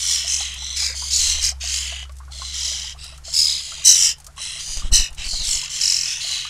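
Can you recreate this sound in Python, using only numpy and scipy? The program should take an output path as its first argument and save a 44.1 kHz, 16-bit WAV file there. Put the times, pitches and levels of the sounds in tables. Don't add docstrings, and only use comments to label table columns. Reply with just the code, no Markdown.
import sys
import numpy as np
from scipy import signal
from scipy.fft import rfft, irfft, next_fast_len
from scipy.io import wavfile
from scipy.ndimage import uniform_filter1d

SR = 44100
rng = np.random.default_rng(int(sys.argv[2]) if len(sys.argv) > 2 else 0)


def to_wav(sig):
    pcm = np.clip(np.atleast_2d(sig), -1, 1) * 32767
    pcm = np.round(pcm).astype(np.int16)
    wavfile.write(sys.argv[1], SR, pcm.T)


N = 286209

# (start [s], time to peak [s], length [s], level of the main resonance at the peak [dB],
#  swell to the peak [dB], fade after it [dB],
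#  throat, mouth and beak resonance at the peak [dB against the main one],
#  first crest [s], trill rate [1/s], crest pitch at full effort [Hz], roughness [0-1, acts up to 0.7],
#  accent on the first crest of each trill cycle [0-1],
#  throat [Hz], mouth [Hz], main [Hz], beak [Hz], sinking of the resonances over the call [share, < 0 rises])
RASPS = [(-0.015, 0.138, 0.36, -22, 9.3, 20, -6.5, -7, 1, 0.0093, 42.1, 5850, 0.66, 0.087, 3190, 4120, 5760, 6510, 0.11),
         (0.26, 0.071, 0.41, -20, 7.2, 36, -12, -15.0, -5.0, 0.017, 45.34, 5430, 0.49, 0.66, 3120, 4150, 6320, 8140, -0.098),
         (0.382, 0.037, 0.22, -38.0, 5.3, 19, 6.5, 6.5, 2, 0.0028, 45.75, 5380, 0.56, 0.19, 3040, 3960, 5460, 6500, 0.089),
         (0.556, 0.093, 0.33, -32.5, 10, 3.2, -4, -0.5, -4.5, 0.0046, 48.1, 6070, 0.75, 0.24, 3400, 4030, 6140, 7300, -0.07),
         (0.754, 0.11, 0.22, -23.0, 3.5, 20, -12, -9, -3, 0.0086, 49.3, 5300, 0.65, 0.33, 2270, 3960, 5230, 6670, 0.16),
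         (0.937, 0.033, 0.22, -30.0, 7.5, 1.0, -10, -19, -0.5, 0.015, 45.9, 5100, 0.55, 0.32, 3150, 4160, 4950, 6320, 0),
         (1.1, 0.046, 0.26, -21.0, 8.7, 15.5, -15.5, -3.5, 3.5, 0.0086, 36.76, 5620, 0.47, 0.16, 3150, 4400, 5170, 7160, -0.18),
         (1.181, 0.12, 0.35, -22, 2, 20, -8, -2, -2.5, 0.013, 48.55, 5510, 0.6, 0.27, 3030, 4080, 6220, 7460, 0.02),
         (1.405, 0.047, 0.13, -19, 8.6, 10.6, -17.5, -10, -1, 0.011, 39.8, 6220, 0.54, 0.3, 2230, 4320, 5030, 6900, 0.013),
         (1.599, 0.161, 0.32, -26, 8, 17, -6, -8, 1.5, 0.012, 45.86, 5410, 0.62, 0.45, 2960, 4160, 4760, 6700, -0.16),
         (1.785, 0.096, 0.28, -38.5, 18, 13, 6, -2.5, 4.0, 0.0039, 44.7, 5160, 0.52, 0.28, 2990.0, 3920, 4950, 6600, -0.029),
         (2.305, 0.16, 0.33, -37.5, 9.8, 6.5, -2.5, 2, 1.0, 0.0042, 47.16, 6200, 0.67, 0.05, 3240, 4170, 4770, 6760, 0.17),
         (2.522, 0.14, 0.43, -25, 7.7, 13.7, -8, -7.5, -4, 0.017, 43.1, 5095, 0.65, 0.35, 3100, 3940.0, 5650, 7140, 0.046),
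         (2.972, 0.071, 0.231, -39, 11, 22, -6.5, -3.5, -5, 0.019, 44.8, 5500.0, 0.75, 0.27, 2820, 3860, 5200, 8500, -0.088),
         (3.235, 0.086, 0.16, -36.5, 5.4, 9.1, -9.5, -3, 1, 0.018, 38.1, 5280.0, 0.8, 0.33, 3040, 4330, 5460.0, 7200, -0.083),
         (3.324, 0.068, 0.32, -14.5, 10.0, 21.3, -20.5, -16, -4, 0.015, 37.82, 5394, 0.33, 0.1, 3190, 3940, 5320, 6600, 0.05),
         (3.447, 0.063, 0.18, -34.0, 5.0, 9.8, -2.5, 8.5, 4, 0.025, 37.13, 5215, 0.426, 0.05, 3200.0, 3920, 4960, 6600, 0.0024),
         (3.577, 0.086, 0.34, -38, 3.0, 6.0, -2, -0.5, 2.5, 0.0026, 45.85, 5380, 0.49, 0.11, 3030, 3970, 5130, 6600, 0.16),
         (3.838, 0.049, 0.16, -7.5, 8.2, 16, -20.5, -12, -2.5, 0.013, 47.4, 6356, 0.28, 0.01, 2780, 3980, 5590, 7790, 0.08),
         (3.938, 0.112, 0.21, -13.5, 6.5, 14.4, -14, -20, -3.5, 0.021, 45.8, 5950.0, 0.54, 0.097, 3070, 4000, 5620, 7270, 0.09),
         (4.361, 0.065, 0.287, -33.5, 15, 9.2, -1.5, -1.5, -1, 0.009, 43.86, 5450, 0.74, 0.4, 2990, 4050, 5740, 8500, -0.01),
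         (4.579, 0.16, 0.26, -35.5, 5.5, 7.1, -6.5, -6.5, 6, 0.0068, 47.86, 5115, 0.71, 0.22, 2870, 3970, 5090, 6100, 0.0013),
         (4.76, 0.11, 0.16, -47.5, 6.0, 12.0, 3.5, 1, 2, 0.015, 47.5, 5300.0, 0.84, 0.15, 3100, 3870.0, 5650, 8000, -0.059),
         (4.913, 0.035, 0.195, -11.5, 15.3, 30, -13, -6, -2.0, 0.0029, 47.9, 6210, 0.28, 0.097, 2750, 4000, 5500, 7500, 0.1),
         (5.167, 0.061, 0.15, -36.5, 5.9, 20, 2.5, -0.5, -1, 0.0093, 44.5, 5230, 0.47, 0.12, 2850, 3870.0, 5770, 7200, 0.07),
         (5.23, 0.093, 0.28, -30.5, 8.7, 3.9, -11.5, 3, -1, 0.014, 45.63, 4800, 0.53, 0.16, 2920, 4150, 4990.0, 7120.0, 0.26),
         (5.424, 0.096, 0.286, -23, 9.7, 15, -8.5, -7.0, 0.5, 0.0064, 48.96, 5590, 0.5, 0.75, 3130, 4200, 5560, 7400, 0.19),
         (5.686, 0.077, 0.19, -28.0, 6.9, 7.3, -6.0, -8, -1.0, 0.0099, 43.4, 5220, 0.96, 0.34, 3000.0, 4160, 5800, 7300, 0.036),
         (5.799, 0.104, 0.37, -18, 2.5, 15, -15, -12, -5, 0.014, 45.5, 5350, 0.5, 0.41, 2800, 4080, 5770, 7420, -0.023),
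         (6.047, 0.063, 0.22, -33.5, 8.5, 12, -0.5, -0.5, 3, 0.0193, 43.2, 5710, 0.81, 0.17, 2780, 3520, 5880, 5850, -0.1),
         (6.197, 0.14, 0.33, -29.5, 5.3, 15.5, -2, 3.0, 1, 0.013, 47.57, 5410, 0.64, 0.15, 2950, 4100, 4740, 6340, 0.088)]
# (first stroke [s], last stroke [s], stroke rate [1/s], time of nearest approach [s],
#  level there [dB], fall to either side [dB/s])
FLIGHTS = [(1.205, 1.43, 13, 1.324, -21.5, 47), (4.702, 5.006, 13.4, 4.935, -6, 83),
           (5.12, 5.56, 13.7, 5.36, -19, 36)]
# (time [s], level [dB])
TICKS = [(0.5404, -29), (2.1206, -42.5), (2.167, -41), (2.1854, -38), (3.0427, -30), (3.1772, -37),
         (4.183, -39.5), (4.201, -35.5), (4.244, -35), (4.266, -29), (5.128, -38), (5.147, -35)]
# (time [s], level [dB], nominal bubble pitch [Hz])
DRIPS = [(0.246, -50, 683), (0.406, -42.5, 770), (0.622, -49, 855), (0.82, -48.5, 823), (0.901, -50.5, 515),
         (1.022, -42, 970), (1.521, -48, 720), (1.638, -47, 718), (1.923, -45, 694), (2.095, -53, 1137),
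         (2.203, -47.5, 1060), (2.418, -41, 1100), (2.842, -53, 900), (3.28, -48, 670), (3.72, -47.5, 1330),
         (4.379, -45.5, 1100), (4.821, -47, 1234), (5.333, -47.5, 726), (5.629, -48.5, 985),
         (6.245, -50, 685), (6.451, -43.5, 1205)]
# (time [s], level [dB])
ENGINE = [(0.0, -42.5), (1.41, -33.5), (2.6, -38.5), (3.7, -48.5), (6.49, -54.5)]
# (frequency [Hz], relative level per Hz [dB])
AIR = [(20, 8.5), (45, 9.5), (85, 2), (120, -1.5), (160, -7.5), (210, -15.5), (300, -18), (500, -17),
       (900, -15.5), (1500, -15.5), (3000, -21.5), (7000, -19.5), (11000, -25), (15500, -45)]
# (frequency [Hz], time to fall 60 dB [s])
GARDEN = [(300, 0.18), (3000, 0.24), (7000, 0.12), (14000, 0.033)]

ATTACK_S, RELEASE_S = 0.019, 0.043
THROAT_FOLLOW, MOUTH_FOLLOW, BEAK_FOLLOW = 0.49, 0.95, 1
THROAT_GROWTH_DB = 3.5
TRILL_SLOWING_PER_S = 0.4
USUAL_TRILL_PER_S = 48
PITCH_PER_DB = 0.002
SIZZLE_GROWTH, USUAL_LEVEL_DB = 0.16, -23.5
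BOUNCE_S, BOUNCE_SHARE = 0.0024, 0.33
AIR_DB = -48
EDGE_HZ = 15750


def amp(db):
    return 10 ** (np.asarray(db) / 20)


def unit(x):
    return x / np.sqrt(np.mean(x ** 2) + 1e-20)


def read(points, hz):
    f, value = np.transpose(points)
    return np.interp(np.log(hz + 1), np.log(f), value)


def add(mix, s, sound):
    part = mix[max(round(s * SR), 0):][:len(sound)]
    part += sound[:len(part)]


def colour(x, gain):
    size = next_fast_len(len(x) + 512)
    spectrum = rfft(x, size) * gain(np.fft.rfftfreq(size, 1 / SR))
    return irfft(spectrum, size)[:len(x)]


def wander(size, hz):
    return unit(colour(rng.standard_normal(size), lambda f: np.exp(-(f / hz) ** 2)))


def resonate(x, hz, width_hz, order=4):
    turn = np.exp(2j * np.pi * np.cumsum(hz * np.ones(len(x))) / SR)
    r = np.exp(-np.pi * width_hz / SR)
    smooth = signal.lfilter([(1 - r) ** order], np.poly([r] * order), x / turn)
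    return 2 * (turn * smooth).real


def whistle(hz, partials_db, jitter):
    phase = 2 * np.pi * np.cumsum(hz * (1 + jitter * wander(len(hz), 650))) / SR
    partials = (amp(db) * (k * hz < SR / 2) * np.sin(k * phase) for k, db in enumerate(partials_db, 1))
    return unit(sum(partials))


def syrinx(t, crest, rate, pitch_hz, rough, accent, swing=.26, lean=.13,
           other_db=-8, pulse_db=9, crest_db=24):
    rough = np.clip(rough, 0, .7)
    lag = TRILL_SLOWING_PER_S / 2 * (t - t[-1] / 3) ** 2
    turn = 2 * np.pi * ((t - crest - lag) * rate + 0.0075 * wander(len(t), 23))
    uneven = min(rate / USUAL_TRILL_PER_S, 1) ** 3
    middle = turn - np.arccos(uneven / 4)
    bend = swing * (uneven * np.cos(middle) - np.cos(2 * middle)) / 2
    bend = bend - lean * accent * np.sin(middle)
    first_crest = ((1 + np.cos(turn)) / 2) ** 8
    pulse = amp(crest_db * bend + pulse_db * accent * first_crest)
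    lead_hz = pitch_hz / 2 * (1 + bend - bend.max())
    lead = whistle(lead_hz, [-7, 0, -14, -13, -20], jitter=.07 * rough)
    warble = 1 + .1 * np.sin(2 * turn + 2 * wander(len(t), 61.4))
    other = whistle(2 / 3 * pitch_hz * warble, [-4, 0, -12], jitter=0.0287)
    hiss = rng.standard_normal(len(t)) * amp(3 * wander(len(t), 400)) * (.1 + rough)
    return (1 - rough) * unit(lead * pulse) + amp(other_db) * (rough + 0.074) * other + hiss


def rasp(start, peak_s, length, level_db, swell_db, fade_db, throat_db, mouth_db, beak_db,
         crest, rate, pitch_hz, rough, accent, throat_hz, mouth_hz, main_hz, beak_hz, sag,
         chest_db=-11.0, hollow_db=-21, tip_db=-9.5, sizzle_db=-20, echo=0.17):
    t = np.arange(max(-start, 0), length, 1 / SR)
    gate = np.clip(t / ATTACK_S, 0, 1) * np.clip((length - t) / RELEASE_S, 0, 1)
    effort_db = np.interp(t, [0, peak_s, length], [-swell_db, 0, -fade_db])
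    closing = t / length - .5
    throat = throat_db + THROAT_FOLLOW * effort_db + THROAT_GROWTH_DB * closing
    mouth = mouth_db + MOUTH_FOLLOW * effort_db
    beak = beak_db + BEAK_FOLLOW * effort_db
    source = syrinx(t, crest, rate, pitch_hz * (1 + PITCH_PER_DB * effort_db), rough, accent)
    source = source + echo * np.interp(t - 4 / mouth_hz, t, source)
    sizzle = beak + sizzle_db + SIZZLE_GROWTH * (level_db - USUAL_LEVEL_DB)
    # (mid-call frequency [Hz], width [Hz], level [dB])
    rings = [(1200, 900, throat + hollow_db), (0.6455 * throat_hz, 800, throat + chest_db),
             (throat_hz, 1050, throat), (mouth_hz, 720, mouth), (main_hz, 1650, effort_db),
             (beak_hz, 3200, beak), (9200, 2600, beak + tip_db), (11800, 6000, sizzle)]
    out = np.zeros(len(t))
    for hz, width, db in rings:
        ring = resonate(source, hz * (1 - sag * closing), width)
        strength = np.sqrt(abs(uniform_filter1d(ring ** 2, size=1900)) + 1e-12)
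        out += amp(db) * ring / strength
    return amp(level_db) * gate * out


def flock():
    out = np.zeros(N)
    for row, place in zip(RASPS, rng.uniform(.6, 1.4, len(RASPS))):
        call = rasp(*row)
        add(out, row[0], call)
        add(out, max(row[0], 0) + BOUNCE_S * place, BOUNCE_SHARE * call)
    return out


def squeal(start=5.485, length=.095, from_hz=8300, to_hz=5800, width_hz=1100, level_db=-24):
    out, u = np.zeros(N), np.arange(0, length, 1 / SR) / length
    glide_hz = from_hz + (to_hz - from_hz) * u
    slide = unit(resonate(rng.standard_normal(len(u)), glide_hz, width_hz))
    add(out, start, amp(level_db) * np.sin(np.pi * u) * slide)
    return out


def wings(width=0.0059, rebound=0.52, flutter_db=-21, swish_db=-39, swish_hz=900):
    out, t = np.zeros(N), np.arange(-.04, .08, 1 / SR)
    puff = rebound * np.exp(-((t - .024) / 0.012) ** 2) - np.exp(-(t / width) ** 2)
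    for first, last, rate, nearest, db, fall in FLIGHTS:
        for s in np.arange(first, last + .5 / rate, 1 / rate):
            flutter = unit(colour(rng.standard_normal(len(t)), lambda f: 1 / (1 + (f / 120) ** 3)))
            swish = unit(resonate(rng.standard_normal(len(t)), swish_hz, 1670))
            swish = swish * np.exp(-(t / 0.02) ** 2)
            stroke = puff + amp(flutter_db) * flutter * np.exp(-(t / 0.031) ** 2)
            near = amp(db - fall * abs(s - nearest))
            add(out, s + t[0], near * stroke + np.sqrt(near) * amp(swish_db) * swish)
    return out


def pecks(ring_hz=7200, decay=0.007, gain_db=-4, rustle_db=-47, rustle_hz=5200, count=110):
    out, t = np.zeros(N), np.arange(900) / SR
    for s, db in TICKS:
        crack = unit(resonate(rng.standard_normal(len(t)), ring_hz, 9900))
        add(out, s, amp(db + gain_db) * crack * np.exp(-t / decay))
    for when, size, pitch in rng.random((count, 3)):
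        grain = unit(resonate(rng.standard_normal(len(t)), rustle_hz * (.5 + pitch), 7000))
        add(out, when * N / SR, amp(rustle_db + 12 * (size - .5)) * grain * np.exp(-t / .004))
    return out


def drip(db, hz, rise=7, t60=0.07, splash_db=-11):
    t = np.arange(4000) / SR
    bubble_hz = hz * (.95 + rise * rng.uniform(0.22, 1.6) * t)
    bubble = np.sin(2 * np.pi * np.cumsum(bubble_hz) / SR)
    bubble = bubble * (1 - np.exp(-t / 0.00046)) * amp(-60 * t / t60)
    splash = unit(resonate(rng.standard_normal(len(t)), 1270, 1270)) * np.exp(-t / 0.011)
    return amp(db + 12) * (bubble + amp(splash_db) * splash)


def water(small_db=-60, count=190):
    out = np.zeros(N)
    for s, db, hz in DRIPS:
        add(out, s, drip(db, hz))
    for when, size, pitch in rng.random((count, 3)):
        add(out, when * N / SR, drip(small_db + 10 * (size - .5), 600 * 2.4 ** pitch))
    return out


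def hum(hz):
    return np.sqrt(2) * np.sin(2 * np.pi * np.cumsum(hz * (1 + 0.0092 * wander(N, 2.03))) / SR)


def background(engine_hz=66.2, drone_hz=143.3, drone_db=-57.0):
    t = np.arange(N) / SR
    engine = amp(np.interp(t, *np.transpose(ENGINE))) * hum(engine_hz)
    drone = amp(drone_db + 2 * wander(N, 17)) * hum(drone_hz)
    air = unit(colour(rng.standard_normal(N), lambda f: amp(read(AIR, f))))
    return engine + drone + amp(AIR_DB + wander(N, 2.9)) * air


def garden(x, wet_db=-19):
    hz, t, z = signal.stft(rng.standard_normal(SR // 2), SR, nperseg=256)
    decay = amp(-60 * t / read(GARDEN, hz)[:, None])
    tail = signal.istft(z * decay, SR, nperseg=256)[1]
    return x + amp(wet_db) * signal.fftconvolve(x, tail / np.linalg.norm(tail))[:N]


def scene():
    echoing = garden(flock() + squeal() + pecks() + water())
    mono = echoing + wings() + background()
    return np.array([mono, mono])


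def record(dry):
    low_pass = signal.firwin(511, EDGE_HZ, window=("kaiser", 9), fs=SR)
    return signal.oaconvolve(np.clip(dry, -1, 1), low_pass[None], "same")


dry = scene()
out = record(dry)
to_wav(out)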